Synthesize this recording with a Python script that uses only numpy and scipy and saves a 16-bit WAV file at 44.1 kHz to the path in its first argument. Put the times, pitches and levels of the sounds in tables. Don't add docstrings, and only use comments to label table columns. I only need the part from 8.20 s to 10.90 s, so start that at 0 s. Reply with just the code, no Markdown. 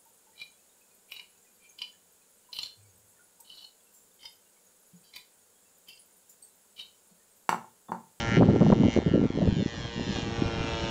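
import sys
import numpy as np
from scipy import signal
from scipy.fft import rfft, irfft
from scipy.io import wavfile
from scipy.ndimage import map_coordinates

SR = 44100
rng = np.random.default_rng(int(sys.argv[2]) if len(sys.argv) > 2 else 0)


def wav_record(signal):
    frames = np.transpose(np.atleast_2d(signal))
    bounded = np.clip(frames, -1, 1)
    quanta = np.round(bounded * 32767).astype(np.int16)
    wavfile.write(sys.argv[1], SR, quanta)


N = 119070
T, HZ = np.arange(N) / SR, np.fft.rfftfreq(N, 1 / SR)
HIGH_CUT_HZ = 8500


def amp(db):
    return 10 ** (np.asarray(db) / 20)


def unit_rms(x):
    return x / np.sqrt(np.mean(x ** 2) + 1e-20)


def curve(rows, column=1):
    rows = np.array(rows)
    return np.interp(T, rows[:, 0], rows[:, column])


def eq_curve(points):
    hz, db = np.transpose(points)
    return amp(np.interp(np.log(HZ + 1), np.log(hz), db))


def filtered(x, gain):
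    return irfft(rfft(x) * gain, N)


def noise(gain):
    return unit_rms(filtered(rng.standard_normal(N), gain))


def drift(hz):
    return noise(np.exp(-(HZ / hz) ** 2))


def ring(x, gain):
    cepstrum = irfft(np.log(gain), N)
    cepstrum[1:N // 2] *= 2
    cepstrum[N // 2 + 1:] = 0
    return filtered(x, np.exp(rfft(cepstrum)))


# time_s, level_db
BREEZE_LEVEL = [(0, -33.5), (.2, -33.5), (.7, -37.5), (.85, -39.5), (1.15, -39), (1.33, -40.5), (1.5, -45),
                (1.63, -37), (1.72, -42.5), (1.85, -41), (1.93, -34.5), (2.05, -34.5), (2.7, -34)]
# freq_hz, gain_db
BREEZE_EQ = [(20, -21), (50, 2), (100, 3.5), (200, 0), (400, -10.5), (800, -13.5), (1500, -24), (4000, -31),
             (8000, -45)]
def breeze(lump_db=3, lump_hz=45):
    rumble = noise(eq_curve(BREEZE_EQ)) * amp(lump_db * drift(lump_hz))
    return amp(curve(BREEZE_LEVEL)) * unit_rms(rumble)


# start_s, length_s, level_db
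GUST_HITS = [(0.113, 0.043, -25.5), (0.168, 0.075, -16), (0.249, 0.03, -21.5), (0.275, 0.028, -14),
             (0.298, 0.075, -21.5), (0.362, 0.0071, -18), (0.38, 0.073, -27.5), (0.408, 0.024, -14),
             (0.443, 0.064, -18.5), (0.517, 0.019, -12), (.55, 0.042, -26), (.598, 0.025, -17.5),
             (0.634, 0.034, -17.5), (0.679, 0.0098, -21.5), (0.763, 0.026, -22), (0.824, 0.0039, -25.5),
             (0.862, 0.027, -21), (0.913, 0.035, -23.5), (0.933, 0.03, -19.5), (0.97, 0.047, -21.5),
             (1.024, 0.039, -21), (1.138, 0.086, -29.5), (1.207, 0.046, -21.5), (1.258, 0.049, -26.5),
             (1.288, 0.074, -34), (1.364, 0.065, -25), (1.778, 0.04, -30), (1.867, 0.045, -29.5),
             (2.054, 0.041, -32.5), (2.39, 0.029, -39)]
# freq_hz, gain_db
GUST_EQ = [(20, -44.5), (50, -24), (100, -3.5), (190, 4.5), (300, -2.5), (430, -8.5), (600, -19),
           (900, -48.5), (1400, -40.5), (2500, -81.5), (6000, -75)]
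def gusts(attack_s=.0022, release_s=.0036, lump_db=4.5, lump_hz=71.5, leveller_hz=35,
          tear_db=-7.5, tear_hz=540, tear_octaves=.44):
    force = np.zeros(N)
    for start, length, db in GUST_HITS:
        attack = np.clip((T - start) / attack_s + .5, 0, 1)
        release = np.exp(-np.maximum(T - start - length, 0) / release_s)
        force = np.maximum(force, amp(db) * attack * release)
    churn = noise(eq_curve(GUST_EQ))
    lumps = amp(lump_db * drift(lump_hz))
    slow_power = filtered((churn * lumps) ** 2, np.exp(-(HZ / leveller_hz) ** 2))
    body = force * churn * lumps / np.sqrt(abs(slow_power))
    tear = noise(np.exp(-.5 * (np.log2((HZ + 1) / tear_hz) / tear_octaves) ** 2))
    return body + amp(tear_db) * (force * unit_rms(lumps)) ** 1.87 * tear


# centre_s, level_db, pitch_hz, half_length_cycles
EDDIES = [(.212, -11, 600, 0.62), (.224, -13.5, 700, 0.41), (.232, -12.5, 825, 0.23),
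          (0.362, -10.5, 455, 0.24), (.466, -16, 680, 0.54), (0.503, -7, 415, 0.3),
          (0.525, -16.5, 980, 1.4), (.636, -16.5, 605, 0.34), (0.684, -12.5, 416, 0.42),
          (0.765, -8.5, 353, 0.28), (.776, -9.5, 400, 0.27), (.788, -6.5, 290, 0.33),
          (.803, -24.5, 500, 0.36), (.819, -29.5, 700, 0.45), (0.862, -23.5, 330, 0.24),
          (.94, -10.5, 324, 0.5), (.957, -11.5, 420, 0.51), (1.016, -22.5, 463, .27),
          (1.105, -15.5, 228, 0.23), (1.176, -12.5, 272, 0.25), (1.189, -19, 420, 0.28),
          (1.22, -21.5, 607, 1.55), (1.277, -8.5, 250, 0.19), (1.288, -10, 118, 0.27),
          (1.328, -11.5, 124, 0.17), (1.462, -13, 220, 0.29), (1.581, -27, 172, .35),
          (1.764, -26.5, 178, .35), (1.797, -17, 270, 0.13), (1.807, -29.5, 220, 0.46),
          (1.924, -24.5, 237, 0.27), (1.987, -21, 260, 0.34), (2.032, -22, 130, 0.39),
          (2.223, -11.5, 252, 0.38), (2.261, -18.5, 96, 0.31), (2.384, -23, 107, 0.27),
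          (2.409, -18, 99, 0.21), (2.64, -25, 134, 0.4)]
def puffs(phase_rad=1):
    out = np.zeros(N)
    for centre, db, hz, half_length in EDDIES:
        cycles = (T - centre) * hz
        near = abs(cycles) < 10
        envelope = np.exp(-(cycles[near] / half_length) ** 2 / 2)
        out[near] += amp(db) * envelope * np.cos(2 * np.pi * cycles[near] + phase_rad)
    return out


def crackle(centre_s=.524, half_length_s=.006, level_db=-58):
    envelope = np.exp(-((T - centre_s) / half_length_s) ** 2)
    return amp(level_db) * envelope * noise(HZ < HIGH_CUT_HZ)


def field_reverb(x, wet_db=-11, t60_s=.05):
    tail = rng.standard_normal(N) * np.exp(-np.log(1000) * T / t60_s)
    return amp(wet_db) * signal.fftconvolve(x, tail / np.linalg.norm(tail))[:N]


# time_s, delay_ms
ECHO_DELAY = [(.4, .12), (.7, .38), (.88, .61), (1.2, 1.01), (1.4, 1.37), (1.75, 2.08), (1.9, 2.28),
              (2.0, 2.5), (2.25, 2.84), (2.4, 2.9), (2.7, 3.13)]
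# time_s, gain
ECHO_GAIN = [(.6, 0), (.88, .68), (1.25, .62), (1.85, .45), (2.7, .48)]
def ground_flange(direct, lowpass_hz=5200):
    gain = curve(ECHO_GAIN)
    dull = filtered(direct, 1 / (1 + (HZ / lowpass_hz) ** 4))
    echo = map_coordinates(dull, [(T - curve(ECHO_DELAY) / 1000) * SR], mode="nearest")
    return (direct + gain * echo) / np.sqrt(1 + gain ** 2)


# time_s, depth_ratio
FLUTTER_DEPTH = [(0, .4), (.25, .25), (1.1, .3), (1.5, .65), (2.7, .7)]
def firing(turns, pitch_hz, harmonics=75, flutter_hz=15, reference_hz=5000):
    depth, out = curve(FLUTTER_DEPTH), np.zeros(N)
    knots = np.arange(0, T[-1] + 1, 1 / flutter_hz)
    fundamental, harmonic = np.exp(2j * np.pi * turns), 1
    for k in range(1, harmonics + 1):
        harmonic = harmonic * fundamental
        chance = rng.standard_normal(len(knots)) + 1j * rng.standard_normal(len(knots))
        waver = np.interp(T + rng.random() / flutter_hz, knots, chance)
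        share = depth * k * pitch_hz / reference_hz
        out += (harmonic * (1 + share * waver)).real / np.sqrt(1 + share ** 2)
    return unit_rms(out)


def smear(x, scatter_s=.0011, spacing_hz=420, bass_lag_s=.0077, bass_hz=1100):
    knots = np.arange(0, SR, spacing_hz)
    delay = scatter_s * np.interp(HZ, knots, rng.uniform(-1.113, 1, len(knots)))
    delay += bass_lag_s * np.maximum(1 - HZ / bass_hz, 0)
    return filtered(x, np.exp(-2j * np.pi * np.cumsum(delay) * SR / N))


# time_s, pitch_hz
MOTOR_PITCH = [(0, 115.4), (.11, 114.8), (.28, 114.7), (.45, 113.8), (.62, 113.25), (.8, 113.3),
               (1.0, 113.95), (1.2, 114.8), (1.43, 116.45), (1.58, 116.8), (1.7, 116.8), (1.84, 117.2),
               (1.93, 116.6), (2.0, 116.5), (2.1, 115.5), (2.24, 115.05), (2.33, 113.95), (2.7, 112.8)]
# time_s, gain_db
AIR_GAIN = [(0, -15.5), (.7, -16), (1.45, -14), (1.85, -9), (2.2, -9), (2.45, -7), (2.7, -8.5)]
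def motor(pitch_wander=.0004, wander_hz=27.2, level_shake=.038, shake_hz=69,
          hiss_db=-2, rasp_db=1, rasp_decay_turns=.22, bright_hz=1800):
    pitch = curve(MOTOR_PITCH) * (1 + pitch_wander * drift(wander_hz))
    turns = np.cumsum(pitch) / SR - .42
    rasp = unit_rms(np.exp(-(turns % 1) / rasp_decay_turns))
    air = noise(np.hypot(1, HZ / bright_hz) * (HZ < HIGH_CUT_HZ))
    air *= amp(hiss_db) + amp(rasp_db) * rasp
    pulses = firing(turns, MOTOR_PITCH[0][1]) * (1 + level_shake * drift(shake_hz))
    return smear(pulses + amp(curve(AIR_GAIN)) * air)


# freq_hz, gain_db
AHEAD_EQ = [(115, 15.5), (230, 6.5), (690, 6), (920, 10), (1200, -7.5), (1370, 9.5), (1480, 1), (1820, 4.5),
            (1940, 2.5), (2170, 2), (2400, -4.5), (2740, -3), (2850, 2), (3190, -1), (3420, -7), (3650, 0),
            (3990, -8.5), (4110, -6), (4560, -8), (4680, -13.5), (6040, -11.5), (6500, -18), (6840, -17),
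            (7070, -24.5), (8500, -41.5)]
FLANK_EQ = [(115, 3.5), (230, 8.5), (470, 11), (700, -3), (930, 8), (1400, -6.5), (1520, 3), (1980, 5),
            (2100, -1.5), (2680, -1.5), (2800, -0.5), (3260, 1.5), (3500, -1), (3730, -4.5), (3960, -5),
            (4200, -3), (5010, -17), (5130, -8.5), (5480, -15.5), (5830, -14), (6530, -19.5), (6760, -15),
            (7230, -22.5), (8500, -47.5)]
BELOW_EQ = [(115, -7), (340, 10), (460, 15.5), (680, 7), (800, 8.5), (910, 13.5), (1030, 1.5), (1480, 5.5),
            (1600, 1), (1820, -6), (1940, 0), (2050, -4), (2850, 3), (3080, -1), (3880, -1.5),
            (4100, -10.5), (4220, -6.5), (4330, -4), (4670, -18), (5470, -7.5), (5590, -9), (6160, -22),
            (6380, -10.5), (7070, -25), (8500, -37)]
# time_s, position (0 ahead, 1 flank, 2 below)
FACING = [(0, 0), (.95, 0), (1.35, 1), (1.95, 1), (2.2, 2)]
def angle_colour(x):
    position, out = curve(FACING), np.zeros(N)
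    for k, eq in enumerate([AHEAD_EQ, FLANK_EQ, BELOW_EQ]):
        fade = np.maximum(1 - abs(position - k), 0)
        out += fade * ring(x, eq_curve(eq))
    return out


# time_s, level_db
DRONE_LEVEL = [(0, -33.5), (.17, -38), (.3, -42.5), (.72, -41.5), (.85, -47.5), (1.5, -45.5), (1.8, -42.5),
               (2.2, -39), (2.45, -39), (2.7, -36.5)]
# time_s, mid_db, upper_db, top_db
BUZZ_LEVELS = [(0, -41.5, -37, -47), (.06, -38, -47.5, -51), (.17, -33, -41.5, -50), (.21, -54.5, -51, -68),
               (.39, -49, -54.5, -58.5), (.5, -51.5, -46.5, -55), (.56, -54.5, -50.5, -59),
               (.66, -55.5, -48.5, -57), (.74, -50, -43.5, -49), (.78, -49.5, -46, -54),
               (.8, -56, -51, -60.5), (.92, -50, -52, -62), (1.04, -51.5, -56, -63),
               (1.19, -54, -49.5, -60.5), (1.4, -50.5, -46.5, -56), (1.55, -49, -48, -54),
               (1.83, -50, -45.5, -55.5), (1.96, -47.5, -41, -50), (2.07, -46, -46.5, -53.5),
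               (2.35, -43, -45, -56), (2.7, -42.5, -42.5, -50.5)]
# time_s, level_db
NASAL_LEVEL = [(0, -58), (.08, -56), (.165, -39), (.22, -65.5), (.56, -66), (.65, -48.5), (.765, -46),
               (.81, -65.5), (.9, -57), (1.1, -73)]
def airplane(crossovers_hz=(1290, 2590, 5250), nasal_hz=(2200, 2930), nasal_width_hz=150):
    buzz = ground_flange(angle_colour(motor()))
    lowpasses = [1 / (1 + (HZ / hz) ** 16) for hz in crossovers_hz] + [1]
    out = amp(curve(DRONE_LEVEL)) * unit_rms(filtered(buzz, lowpasses[0]))
    for k in range(1, len(lowpasses)):
        band = unit_rms(filtered(buzz, lowpasses[k] - lowpasses[k - 1]))
        out += amp(curve(BUZZ_LEVELS, column=k)) * band
    nasal_peaks = sum(np.exp(-((HZ - hz) / nasal_width_hz) ** 2 / 2) for hz in nasal_hz)
    out += amp(curve(NASAL_LEVEL)) * unit_rms(filtered(buzz, nasal_peaks))
    return out + field_reverb(out)


def scene():
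    return (airplane() + gusts() + puffs() + crackle() + breeze())[None]


def record(dry):
    ceiling = np.where(dry > 0, .31, .38)
    clipped = dry / (1 + (dry / ceiling) ** 6) ** (1 / 6)
    high_cut = signal.firwin(201, HIGH_CUT_HZ, window=("kaiser", 9), fs=SR)
    return signal.oaconvolve(clipped, high_cut[None], "same")


dry = scene()
out = record(dry)
wav_record(out)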